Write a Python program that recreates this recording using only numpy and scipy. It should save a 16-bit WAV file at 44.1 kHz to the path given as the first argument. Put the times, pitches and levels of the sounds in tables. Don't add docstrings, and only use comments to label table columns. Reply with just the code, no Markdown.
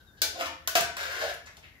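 import sys
import numpy as np
from scipy import signal
from scipy.fft import rfft, irfft
from scipy.io import wavfile
from scipy.ndimage import uniform_filter1d

SR = 44100
rng = np.random.default_rng(int(sys.argv[2]) if len(sys.argv) > 2 else 0)


def elevation(decibels):
    levels = np.asarray(decibels, float)
    return 10 ** (levels / 20)


def wrap_up_sound(samples):
    columns = np.atleast_2d(samples).T
    tamed = np.clip(columns, -1, 1)
    steps = np.round(tamed * 32767).astype(np.int16)
    wavfile.write(sys.argv[1], SR, steps)


N = 79380


def even(x):
    return x / np.sqrt(np.mean(x ** 2) + 1e-20)


def read(points, hz):
    f, value = np.transpose(points)
    return np.interp(np.log(hz + 1), np.log(f + 1), value)


def add(mix, start_s, sound):
    part = mix[..., round(start_s * SR):][..., :sound.shape[-1]]
    part += sound[..., :part.shape[-1]]


def colour(x, points):
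    log_gain = read(points, abs(np.fft.fftfreq(4096, 1 / SR))) * np.log(10) / 20
    taps = np.fft.ifft(np.exp(np.conj(signal.hilbert(log_gain)))).real[:2048]
    return signal.fftconvolve(x, taps)[:len(x)]


def resonate(x, hz, width_hz):
    turn = np.exp(2j * np.pi * np.cumsum(hz * np.ones(len(x))) / SR)
    r = np.exp(-np.pi * abs(width_hz) / SR)
    return 2 * (turn * signal.lfilter([1 - r], [1, -r], x / turn)).real


# pitch_hz, correlation [-1 to 1]
LIKENESS = [(60, 0.99), (300, 0.88), (640, 0.62), (1400, -0.087), (3000, -0.054)]


def pair(a, b):
    same = np.clip(read(LIKENESS, np.fft.rfftfreq(len(a), 1 / SR)), -1, 1)
    right = irfft(same * rfft(a) + np.sqrt(1 - same ** 2) * rfft(b), len(a))
    return np.array([a, right])


# pitch_hz, t60_s
ROOM_DECAY = [(200, 0.6), (600, 0.41), (1500, 0.51), (4000, 0.43), (9000, 0.32), (15000, 0.21)]


def kitchen(x, wet_db):
    taps = np.zeros((2, SR))
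    at = np.arange(60, SR - 20, 20) + rng.integers(0, 20, (2, (SR - 61) // 20))
    np.put_along_axis(taps, at, rng.choice([-1., 1.], at.shape), 1)
    hz, t, bands = signal.stft(pair(*taps), SR, nperseg=128)
    decay = elevation(-60 * t / read(ROOM_DECAY, hz)[:, None])
    tail = signal.istft(bands * decay, SR, nperseg=128)[1]
    tail[:, :60] = 0
    tail = tail / np.linalg.norm(tail[0])
    walls, size = rng.integers(40, 1300, size=8), rng.uniform(-1, 1, size=8)
    for ear in tail:
        ear[walls + rng.integers(0, 16, size=8)] += elevation(-15 - walls / 80) * size
    left_lag_s = 0.00022
    tail[0, round(left_lag_s * SR)] += elevation(-wet_db)
    tail[1, 0] += elevation(-wet_db)
    return signal.fftconvolve(x[None], tail, axes=1)[:, :N]


# pitch_hz, density_db [dB per Hz]
ROOM_TONE = [(30, 6), (81, 1.5), (600, -15), (1800, -24), (2400, -36), (3680, -30), (8500, -30),
             (12500, -25), (15500, -32)]
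# time_s, pitch_hz, level_db
WHISTLE = [
    (0., 1537, -64.5),
    (.1, 1516, -69),
    (.2, 1640, -60.5),
    (.6, 1670, -86),
    (.67, 1850, -58.5),
    (1.4, 1740, -69),
    (1.6, 1900, -82),
    (1.8, 1890, -70),
]


def air():
    tone_a, tone_b, lump_a, lump_b, jet_a, jet_b = rng.standard_normal((6, N))
    t = np.arange(N) / SR
    tone = elevation(-55.5) * even(pair(colour(tone_a, ROOM_TONE), colour(tone_b, ROOM_TONE)))

    rumble_hz, rumble_width_hz = 78.6, 37
    lumps = [resonate(resonate(v, rumble_hz, rumble_width_hz), rumble_hz, 33) for v in (lump_a, lump_b)]
    rumble = elevation(-58) * (np.sin(2 * np.pi * rumble_hz * t) + 0.22 * even(pair(*lumps)))
    throb_db = 5 * np.cos(2 * np.pi * 5.12 * (t - 0.29))
    quiet_start_db = -10 * np.clip((0.26 - t) * 20, 0, 1)
    rumble *= elevation(throb_db + quiet_start_db + 5 - 5.5 * t)

    time_s, pitch_hz, level_db = np.transpose(WHISTLE)
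    path = np.interp(t, time_s, pitch_hz)
    whistle = even(np.array([resonate(resonate(v, path, 92), path, 270) for v in (jet_a, jet_b)]))
    return tone + rumble + elevation(np.interp(t, time_s, level_db)) * whistle


# start_s, level_db, pitch_hz, width_hz, length_s
TICKS = [(0., -82.5, 3450, 1210, 0.0059), (0.168, -76.5, 3900, 2400, 0.012),
         (0.408, -67, 4600, 5130, 0.0025), (0.773, -48.5, 11600, 6000, 0.0012),
         (0.8075, -45, 7450, 9000, 0.0015), (0.968, -54.5, 6900, 9900, 0.0006),
         (1.337, -63, 10100, 6200, 0.0027), (1.457, -67.5, 6000, 4000, 0.0065),
         (1.467, -64.5, 1700, 1340, 0.0067), (1.567, -68.5, 6000, 7000, 0.003),
         (1.574, -71.5, 650, 310, 0.0032), (1.624, -66, 2130, 1260, 0.018), (1.747, -76, 1990, 410, 0.0062)]


def tick(level_db, pitch_hz, width_hz, length_s):
    t = np.arange(SR // 2) / SR
    noise = rng.standard_normal(len(t)) * t * np.exp(-t / length_s)
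    puff = resonate(noise, pitch_hz, width_hz)
    return elevation(level_db) * even(resonate(puff, pitch_hz, 2 * width_hz))


def chirp():
    t = np.arange(SR // 4) / SR
    pitch_hz = 3610 + 500 * np.exp(-t / 0.012)
    fade = np.minimum(t / 0.025, 1) * elevation(-68 - 60 * t / 0.19)
    return fade * np.sin(2 * np.pi * np.cumsum(pitch_hz) / SR)


# start_s, level_db, rattle_s, ring_db, room_db, rattle_db
BLOWS = [
    (0.2182, -35, 0.0041, -9.5, 5, -12.5),
    (0.6751, -40, 0.0021, -9.5, 6, -4.5),
    (0.7532, -33, 0.0053, -5, 10, -14),
]
# pitch_hz, density_db [dB per Hz]
CRACKS = [
    [(120, -79), (200, -22), (450, -10), (1100, -20.5), (1510, -13), (2510, -16.5), (4100, -7.5),
     (15500, -9)],
    [(120, -48), (200, -33), (575, -22.5), (665, -2.5), (812, -35), (1510, -10.5), (1880, -19.5),
     (15500, -13.5)],
    [(120, -25.5), (200, -24.5), (471, -8.5), (596, -17.5), (677, 4.5), (842, -15), (1620, -12),
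     (15500, -16.5)],
]
# pitch_hz, level_db, t60_s
RINGS = [
    [(660, 7.5, 0.35), (870, 4.5, 0.32), (1330, 0, 0.44), (1517, 16, 0.15), (1760, 9, .1), (2335, 13, 0.14),
     (3601, 13.5, .25), (3730, 4, 0.14), (4090, 10, 0.3), (4580, 10, 0.18), (4800, 15, .15),
     (5450, 12, 0.19)],
    [(450, 7.5, 0.14), (624, 0, 0.29), (1078, 20, 0.066), (1500, 13.5, 0.18), (3040, 7, .2),
     (4118, -10, .12), (5370, -9, .12), (5900, 17, 0.071)],
    [(332, 9, 0.12), (686, 18, 0.17), (668, -1, 0.58), (956, 4, 0.52), (1190, 6, 0.37), (1359, 10, 0.4),
     (1525, -1.5, 0.42), (1630, 15.5, 0.22), (2410, 2.2, 0.5), (2600, 7, .15), (2952, 11.5, .12),
     (4035, -2, 0.34)],
]


def blow(level_db, rattle_s, ring_db, room_db, rattle_db, crack, ring):
    t = np.arange(SR // 2) / SR
    contact = kitchen(even(colour(1. * (t == 0), crack)), room_db)

    rattles_per_s, close_db = 5500, -15
    draw = rng.random((len(t), 2))
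    hits = (draw[:, 0] < rattles_per_s / SR) * (2 * draw[:, 1] - 1) * np.exp(-t / rattle_s)
    rattle = elevation(rattle_db + close_db) * kitchen(even(colour(hits, crack)), close_db)

    modes = np.zeros(len(t))
    for pitch_hz, mode_db, t60_s in ring:
        waver = 1 + 0.35 * even(uniform_filter1d(rng.standard_normal(len(t)), size=500))
        modes += elevation(mode_db - 60 * t / t60_s) * np.sin(2 * np.pi * pitch_hz * t) * waver
    ring_wet_db = -4
    ringing = elevation(ring_db + ring_wet_db) * even(modes * np.minimum(t / 0.0014, 1))
    return elevation(level_db) * (contact + rattle + kitchen(ringing, ring_wet_db))


# time_s, pressure_db, floor_weight_db, hollow_hz [air under the pot]
DRAGS = [
    [(.325, -64, 18, 450), (.35, -54.5, 8, 480), (.39, -45.5, 7.5, 910), (.415, -31, -4.5, 1080),
     (.44, -47, -47, 1490), (.47, -33.5, -4, 1320), (.5, -111, -15, 970), (.54, -108, 4, 960)],
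    [(.967, -37.5, -1, 1180), (.975, -43, -6.5, 1190), (1.04, -40.5, -7.5, 1520), (1.1, -44.5, -6, 1540),
     (1.14, -41.5, -5, 1250), (1.19, -42, -4, 1674), (1.225, -40.5, 8.5, 1415), (1.31, -45, -5.5, 1650),
     (1.36, -71, -28, 1500)],
]
# pitch_hz, width_hz, level_db
FLOORS = [
    [(277, 20, -9), (328, 14, -3.5), (530, 26, -3), (687, 25, 1), (751, 25, -6.5)],
    [(472, 19, -8.5), (528, 44, -7), (578, 63, -6.5), (637, 40, -3), (720, 97, -6.5)],
]
# pitch_hz, width_hz, level_db
WALLS = [
    [(934, 26, -6), (1030, 51, 5.8), (1230, 19, 2), (1335, 115, 4.5), (1510, 18, -11), (1752, 22, 5),
     (2400, 17, -6), (2915, 120, 1)],
    [(1072, 80, -4.5), (1254, 34, -2.5), (1400, 51, 1.5), (1580, 80, 10), (1710, 79, 1), (2310, 41, 3),
     (2800, 60, -9)],
]
# pitch_hz, density_db [dB per Hz]
GRIT = [
    [(120, -59), (200, -31), (665, -21.5), (842, -10.5), (1380, -15.5), (4920, -20.5), (15500, -28.5)],
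    [(120, -44), (200, -36), (554, -8), (728, -30), (842, -13), (1380, -8.5), (15500, -25)],
]


def drag(curve, floor, wall, grit):
    time_s, pressure_db, weight_db, hollow_hz = np.transpose(curve)
    t = np.arange(N) / SR
    slips_per_s, spread_db = 2700, 4.5
    draw = rng.random((N, 3))
    strength = (draw[:, 2] + .03) ** (-spread_db / 20 * np.log(10))
    slips = even((draw[:, 0] < slips_per_s / SR) * np.sign(draw[:, 1] - .5) * strength)
    slips = slips * elevation(np.interp(t, time_s, pressure_db, -150, -150))

    unit = np.zeros(N)
    unit[0] = 1
    bodies = []
    for modes in (floor, wall):
        bodies.append(sum(elevation(d) * (-1) ** k * resonate(unit, f, w) for k, (f, w, d) in enumerate(modes)))
    low, high, rasp = (h / np.linalg.norm(h) for h in bodies + [colour(unit, grit)])
    floor_ring = signal.fftconvolve(slips * elevation(np.interp(t, time_s, weight_db)), low)
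    wall_ring = signal.fftconvolve(slips, high + elevation(1.5) * rasp)
    hollow = elevation(12) * resonate(slips, np.interp(t, time_s, hollow_hz), 47)
    return (floor_ring + wall_ring)[:N] + hollow


def shifting(x, wet_db):
    turn = np.pi * np.arange(N) / SR / 0.3017
    return sum(kitchen(x * abs(np.cos(turn + k * np.pi / 3)), wet_db) for k in range(3))


# start_s, level_db, pitch_hz, swell_s
CATCHES = [(0.333, -62, 277, 0.02), (.39, -75, 328, 0.0091), (.4, -41, 646, 0.016), (.4, -36, 530, 0.018),
           (0.399, -55, 1030, 0.013), (0.408, -49, 1765, 0.019), (.47, -47, 910, 0.027),
           (.46, -69, 1230, .012), (.885, -44, 668, 0.01), (0.812, -34, 1520, 0.017),
           (1.025, -40, 1595, 0.0084), (1.05, -41.5, 528, 0.016), (1.225, -47, 1315, .01),
           (1.2, -51, 708, 0.013), (1.22, -39, 642, 0.014), (1.25, -64, 604, 0.012),
           (1.29, -81, 1560, 0.014), (1.3, -41, 692, 0.015)]


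def catch(level_db, pitch_hz, swell_s):
    u = np.arange(SR // 4) / SR / swell_s
    return elevation(level_db) * u * np.exp(1 - u) * np.sin(2 * np.pi * pitch_hz * swell_s * u)


def scene():
    mix = air()
    small = np.zeros(N)
    for start_s, *how in TICKS:
        add(small, start_s, tick(*how))
    mix += kitchen(small, 1.5)
    add(mix, 0.064, kitchen(chirp(), -19) * elevation([[-2], [-8]]))
    for (start_s, *how), crack, ring in zip(BLOWS, CRACKS, RINGS):
        add(mix, start_s, blow(*how, crack, ring))
    for parts in zip(DRAGS, FLOORS, WALLS, GRIT):
        mix += elevation(-2.5) * shifting(drag(*parts), 4.5)
    rung = np.zeros(N)
    for start_s, *how in CATCHES:
        add(rung, start_s, catch(*how))
    return mix + elevation(-4) * kitchen(rung, -4)


# pitch_hz, gain_db
LEFT_MIC = [(70, 0.5), (150, -1.6), (700, -1.3), (1500, 3.5), (5000, 4.5), (7200, 2), (8600, -19.5),
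            (10500, -3.5)]
# pitch_hz, gain_db
RIGHT_MIC = [(60, -6), (200, -5), (1500, 0), (5000, -0.5), (8600, -3.5), (15000, -0.5)]
# pitch_hz, gain_db
BAND_LIMITS = [(36, -25), (48, 0.), (15650, 0.), (15850, -36), (17200, -50)]


def microphones(dry):
    left = colour(colour(dry[0], LEFT_MIC), BAND_LIMITS)
    right = colour(colour(dry[1], RIGHT_MIC), BAND_LIMITS)
    return np.array([left, right])


def band_limit(x):
    return signal.sosfilt(signal.butter(12, 17010, fs=SR, output="sos"), x)


def record(dry):
    heard = microphones(dry)
    return band_limit(heard)


dry = scene()
out = record(dry)
wrap_up_sound(out)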